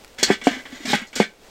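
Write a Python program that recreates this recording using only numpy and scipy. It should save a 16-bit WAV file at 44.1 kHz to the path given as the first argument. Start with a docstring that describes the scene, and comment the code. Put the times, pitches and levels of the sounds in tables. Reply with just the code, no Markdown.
"""In a quiet clearing, a domed steel lid is set on a small charcoal grill and shuffled until it seats.
The rims scrape, chatter and clash, which drives the bending modes of the thin lid. Each time it drops
home the bowl's modes give a hollow clonk, and the grill rocks softly on its legs. Dry grass crackles
in a faint breeze, a few brief ticks sound, the trees return a weak echo, and a near microphone clips
on the hardest blows."""
import sys
import numpy as np
from scipy import signal
from scipy.fft import rfft, irfft, next_fast_len
from scipy.io import wavfile

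SR = 44100
rng = np.random.default_rng(int(sys.argv[2]) if len(sys.argv) > 2 else 0)


def output_pcm(signal):
    """Save a mono or channel-first signal as 16-bit PCM at the path in sys.argv[1].

    Samples are clipped to [-1, 1] before scaling.
    """
    pcm = np.clip(np.atleast_2d(signal).T, -1, 1) * 32767
    wavfile.write(sys.argv[1], SR, np.round(pcm).astype(np.int16))


N = 66150
RING_N = SR // 2  # samples allowed for one decay
RING_T = np.arange(RING_N) / SR
TILT_HZ = 2800  # pivot of the lid's brightness

# spectral envelope of the lid's dense, weaker modes (frequency [Hz], level [dB])
LID_SPECTRUM = [(130, -10.5), (240, 6), (380, 1), (800, 1), (1300, -3), (1550, 1), (2250, 1), (2550, -3),
                (3300, 0.5), (3750, -3.5), (4400, -2.5), (7500, -6.5), (9000, -12.5), (10500, -25),
                (12500, -20), (16000, -29)]


def amp(db):
    """Amplitude ratio of a level in decibels."""
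    return 10 ** (np.asarray(db) / 20)


def unit(x):
    """Normalisation to an rms of 1."""
    return x / np.sqrt(np.mean(x ** 2) + 1e-20)


def decay(t60):
    """Exponential damping: 60 dB down after t60 seconds."""
    return amp(-60 * RING_T / t60)


def along(points, hz):
    """Interpolation of (frequency, value) points on a logarithmic frequency axis."""
    freqs, values = np.transpose(points)
    return np.interp(np.log(hz + 1), np.log(freqs + 1), values)


def filtered(x, gain):
    """Zero-phase filtering: the spectrum is multiplied by gain(hz)."""
    size = next_fast_len(len(x) + SR // 10)
    return irfft(rfft(x, size) * gain(np.fft.rfftfreq(size, 1 / SR)), size)[:len(x)]


def add(out, start_s, x):
    """Superposition of x on out, from start_s onward."""
    i = round(start_s * SR)
    out[i:i + len(x)] += x[:N - i]


def breeze(crackles_per_s=250, crackle_db=-8.5):
    """Broadband air noise and random impulses from dry grass share one spectrum and envelope."""
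    # spectrum of the breeze (frequency [Hz], level [dB])
    spectrum = [(20, -2), (70, -9), (150, -14.5), (280, -8.5), (600, -9), (1100, -16.5), (3500, -19),
                (8000, -24.5), (10000, -32), (16000, -32.5)]
    # envelope of the breeze (time [s], level [dB])
    envelope = [(0, -48.5), (.16, -50.5), (.7, -48), (1.1, -53), (1.38, -55), (1.45, -49), (1.5, -49)]
    colour = lambda x: unit(filtered(x, lambda hz: amp(along(spectrum, hz))))
    crackle = (rng.random(N) < crackles_per_s / SR) * rng.standard_normal(N)
    gain = amp(np.interp(np.arange(N) / SR, *np.transpose(envelope)))
    return gain * (colour(rng.standard_normal(N)) + amp(crackle_db) * colour(crackle))


def brief_ticks(t60=0.0084):
    """Transients of damped noise: faint dry clicks nearby and one bright tick of the lid."""
    # ticks (time [s], level [dB], band centre [Hz])
    ticks = [(0.0468, -32.5, 1150), (.079, -45, 1600), (0.147, -46, 2800), (1.018, -42, 7100)]
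    out = np.zeros(N)
    for start_s, db, centre in ticks:
        noise = filtered(rng.standard_normal(RING_N), lambda hz: hz * centre / (hz ** 2 + centre ** 2))
        add(out, start_s, amp(db) * unit(noise) * decay(t60))
    return out


def lid_ring(force, brightness, focus_hz, modes_db, focus_db=4.5, focus_octaves=0.085, rim_hz=3870):
    """Forced response: the contact force is convolved with the lid's distinct and dense modes."""
    # distinct modes of the lid (frequency [Hz], level [dB], T60 [s])
    lid_modes = [(1537, -2, .14), (1611, -2, .14), (1753, -5, .16), (1900, -3, .13), (1960, -2, .17),
                 (2160, -1, .17), (2215, -1, .12), (2268, 1, .18), (2896, -5, .2), (3330, -1, .1),
                 (3445, -4, .13), (4137, -4, .1), (4552, -10, .13), (5440, -7, .08), (6790, -6, .08)]
    # damping of the dense modes (frequency [Hz], T60 [s])
    dense_t60 = [(250, 0.096), (900, 0.077), (1900, 0.15), (5000, 0.16), (12000, 0.081)]

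    def excitation(hz):
        """Hard contact favours the treble and the stiff rim; its place favours modes near focus_hz."""
        octaves = np.log2(np.clip(hz, 2100, 5000) / TILT_HZ)
        rim_step = 0.45 * np.tanh((hz - rim_hz) / 350)
        focus = np.exp(-(np.log2((hz + 1) / focus_hz) / focus_octaves) ** 2)
        return amp(brightness * (octaves + rim_step) + focus_db * focus)

    driven = lambda response: unit(signal.fftconvolve(force, response)[:RING_N])
    hz = np.fft.rfftfreq(RING_N, 1 / SR)
    spectrum = rfft(rng.standard_normal(RING_N)) * amp(along(LID_SPECTRUM, hz)) * excitation(hz)
    edges = np.geomspace(60, SR / 2, 13)
    dense, distinct = np.zeros((2, RING_N))
    for low, high in zip(edges, edges[1:]):
        band = irfft(spectrum * ((hz >= low) & (hz < high)))
        dense += band * decay(along(dense_t60, np.sqrt(low * high)))
    for mode_hz, db, t60 in lid_modes:
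        gain = amp(db + rng.normal(0, 3.6)) * excitation(mode_hz)
        mode = np.sin(2 * np.pi * (mode_hz * RING_T + rng.random())) * decay(t60)
        distinct += gain * driven(mode)
    ring = driven(dense) + amp(modes_db) * unit(distinct)
    return unit(ring) / np.sqrt(RING_N)  # unit energy


def rim_scrapes(slips_per_s=1500, scatter_db=5):
    """Stick-slip friction: tiny uneven slips keep the lid ringing while it slides."""
    # rim sliding on rim (time [s], duration [s], start level [dB], end level [dB],
    # brightness [dB/octave], favoured frequency [Hz])
    slides = [(0.179, 0.0069, -35, -34, -3, 2196), (0.185, 0.074, -30, -33, -0.5, 3360),
              (.255, 0.059, -37.5, -19.5, -3, 1570), (0.306, 0.032, -30, -26, -2.5, 3500),
              (0.437, .03, -36, -27.5, 2, 2860), (.476, 0.14, -27, -41, -3, 2050),
              (0.659, 0.071, -49, -46, -2, 2200), (0.715, 0.28, -40.5, -40.5, -1, 1930),
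              (0.853, 0.0072, -26, -24, 1, 7600), (.865, 0.056, -28.5, -20.5, 0.5, 3830),
              (0.93, .024, -32.5, -17.5, -2.5, 2120), (0.962, 0.068, -30, -40.5, -4.5, 1927),
              (1.067, 0.017, -46.5, -50, 7, 3380), (1.133, 0.032, -44, -43, -4, 3400),
              (1.159, 0.046, -24.5, -32, 1.5, 2240), (1.2, 0.048, -16, -37, -3, 2330),
              (1.246, 0.048, -67, -59, 6, 2270)]
    out = np.zeros(N)
    for start_s, length_s, start_db, end_db, brightness, focus_hz in slides:
        slipping = rng.random(RING_N) < slips_per_s / SR
        direction, size = rng.standard_normal((2, RING_N))
        slips = slipping * np.sign(direction) * amp(scatter_db * size)
        n = max(int(length_s * SR), SR // 200)
        pressure = amp(np.linspace(start_db, end_db, n))
        ring = lid_ring(unit(slips[:n]) * pressure, brightness, focus_hz, modes_db=-4.5)
        add(out, start_s, np.linalg.norm(pressure) * ring)
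    return out


def bowl_clonks():
    """Modal superposition: where the lid lands decides how strongly each bowl mode answers."""
    # hollow modes of the bowl under the lid (frequency [Hz], T60 [s])
    bowl_modes = [(208, 0.074), (278, .06), (385, 0.052), (455, 0.025), (580, 0.04), (708, 0.064),
                  (820, 0.069)]
    # landings of the lid (time [s], then one level [dB] for each bowl mode)
    landings = [(.2285, -31, -25, -20.5, -15.5, -43, -33.5, -30),
                (.3023, -12.5, -15, -6, -51, -44, -15.5, -54), (.4700, -29, -6, -20.5, -7, -13.5, -8, -55),
                (.9323, -18, -22.5, -19.5, -32, -19, -35, -8.5),
                (1.2013, -8, -17, -11.5, -6, -23, -16, -17.5)]
    out = np.zeros(N)
    for start_s, *levels in landings:
        for db, (hz, t60) in zip(levels, bowl_modes):
            add(out, start_s, -amp(db) * np.cos(2 * np.pi * hz * RING_T) * decay(t60))
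    return out


def bowl_radiation(vibration, contact_hz=926, corner_hz=218, q=1.34):
    """Soft contact drives little treble, and a small bowl radiates little below its lowest mode."""
    softened = signal.sosfilt(signal.butter(3, contact_hz, fs=SR, output='sos'), vibration)
    omega = 2 * np.pi * corner_hz
    highpass = signal.bilinear([1, 0, 0], [1, omega / q, omega ** 2], SR)
    return signal.lfilter(*highpass, softened)


def rim_clashes(rise_s=0.0013, snap_db=-10, snap_t60=0.018):
    """Impulse response: rim strikes rim with a short snap, then the lid rings freely."""
    # strikes (time [s], level [dB], brightness [dB/octave], distinct over dense modes [dB],
    # favoured frequency [Hz])
    strikes = [(0.2292, -11, 5.5, -2.5, 4270), (.3030, -20, -8, 4, 1600), (.414, -31.5, -3.5, 4, 2230),
               (.4700, -20, -3, -9.5, 2800), (.653, -35, -7, -3.5, 1800), (0.9323, -16.5, -5, -3, 1090),
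               (1.129, -37, -2.5, -10, 2180), (1.1545, -25.5, 5, -14, 7200)]
    snap_colour = lambda hz: amp(along(LID_SPECTRUM, hz) / 2) * hz / (hz + TILT_HZ)
    attack = 1 - np.exp(-RING_T / rise_s)
    out = np.zeros(N)
    for start_s, db, brightness, modes_db, focus_hz in strikes:
        noise = unit(filtered(rng.standard_normal(RING_N), snap_colour))
        snap = amp(snap_db + brightness) * decay(snap_t60) * noise
        ring = lid_ring(np.ones(1), brightness, focus_hz, modes_db)
        ring /= np.std(ring[:SR // 100])  # the first 10 ms set the level
        add(out, start_s, amp(db) * (snap + ring) * attack)
    return out


def bowl_rocking(rise_s=0.0018, t60=0.071):
    """Damped oscillation: the bowl rocks on its legs, each soft bump sounding one low tone."""
    # bumps (time [s], level [dB], frequency [Hz])
    bumps = [(0.288, -28, 320), (.420, -33, 240), (.508, -22.5, 233), (0.564, -28, 260.5), (.725, -28, 256),
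             (0.802, -31.5, 297), (0.849, -23.5, 254), (.875, -22.5, 220), (0.9, -21, 231),
             (.941, -12, 208), (1.016, -27.5, 218), (1.16, -26, 254)]
    envelope = decay(t60) * (1 - np.exp(-RING_T / rise_s))
    out = np.zeros(N)
    for start_s, db, hz in bumps:
        add(out, start_s, amp(db) * np.sin(2 * np.pi * hz * RING_T) * envelope)
    return out


def tree_echo(direct, level_db=-26, t60=0.47):
    """Reverberation: scattering from the trees adds a faint, decaying tail."""
    tail = rng.standard_normal(RING_N) * decay(t60)
    return amp(level_db) * signal.fftconvolve(direct, tail / np.linalg.norm(tail))[:N]


def scene():
    """Superposition of the grill, its echo and the clearing, in one channel."""
    grill = rim_clashes() + rim_scrapes() + bowl_radiation(bowl_clonks() + bowl_rocking())
    return (grill + tree_echo(grill) + breeze() + brief_ticks())[None]


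def record(dry, top_hz=15900):
    """Overload and band limiting: peaks clip at full scale, then all above top_hz is removed."""
    return filtered(np.clip(dry[0], -1, 1), lambda hz: hz < top_hz)[None]


dry = scene()
out = record(dry)
output_pcm(out)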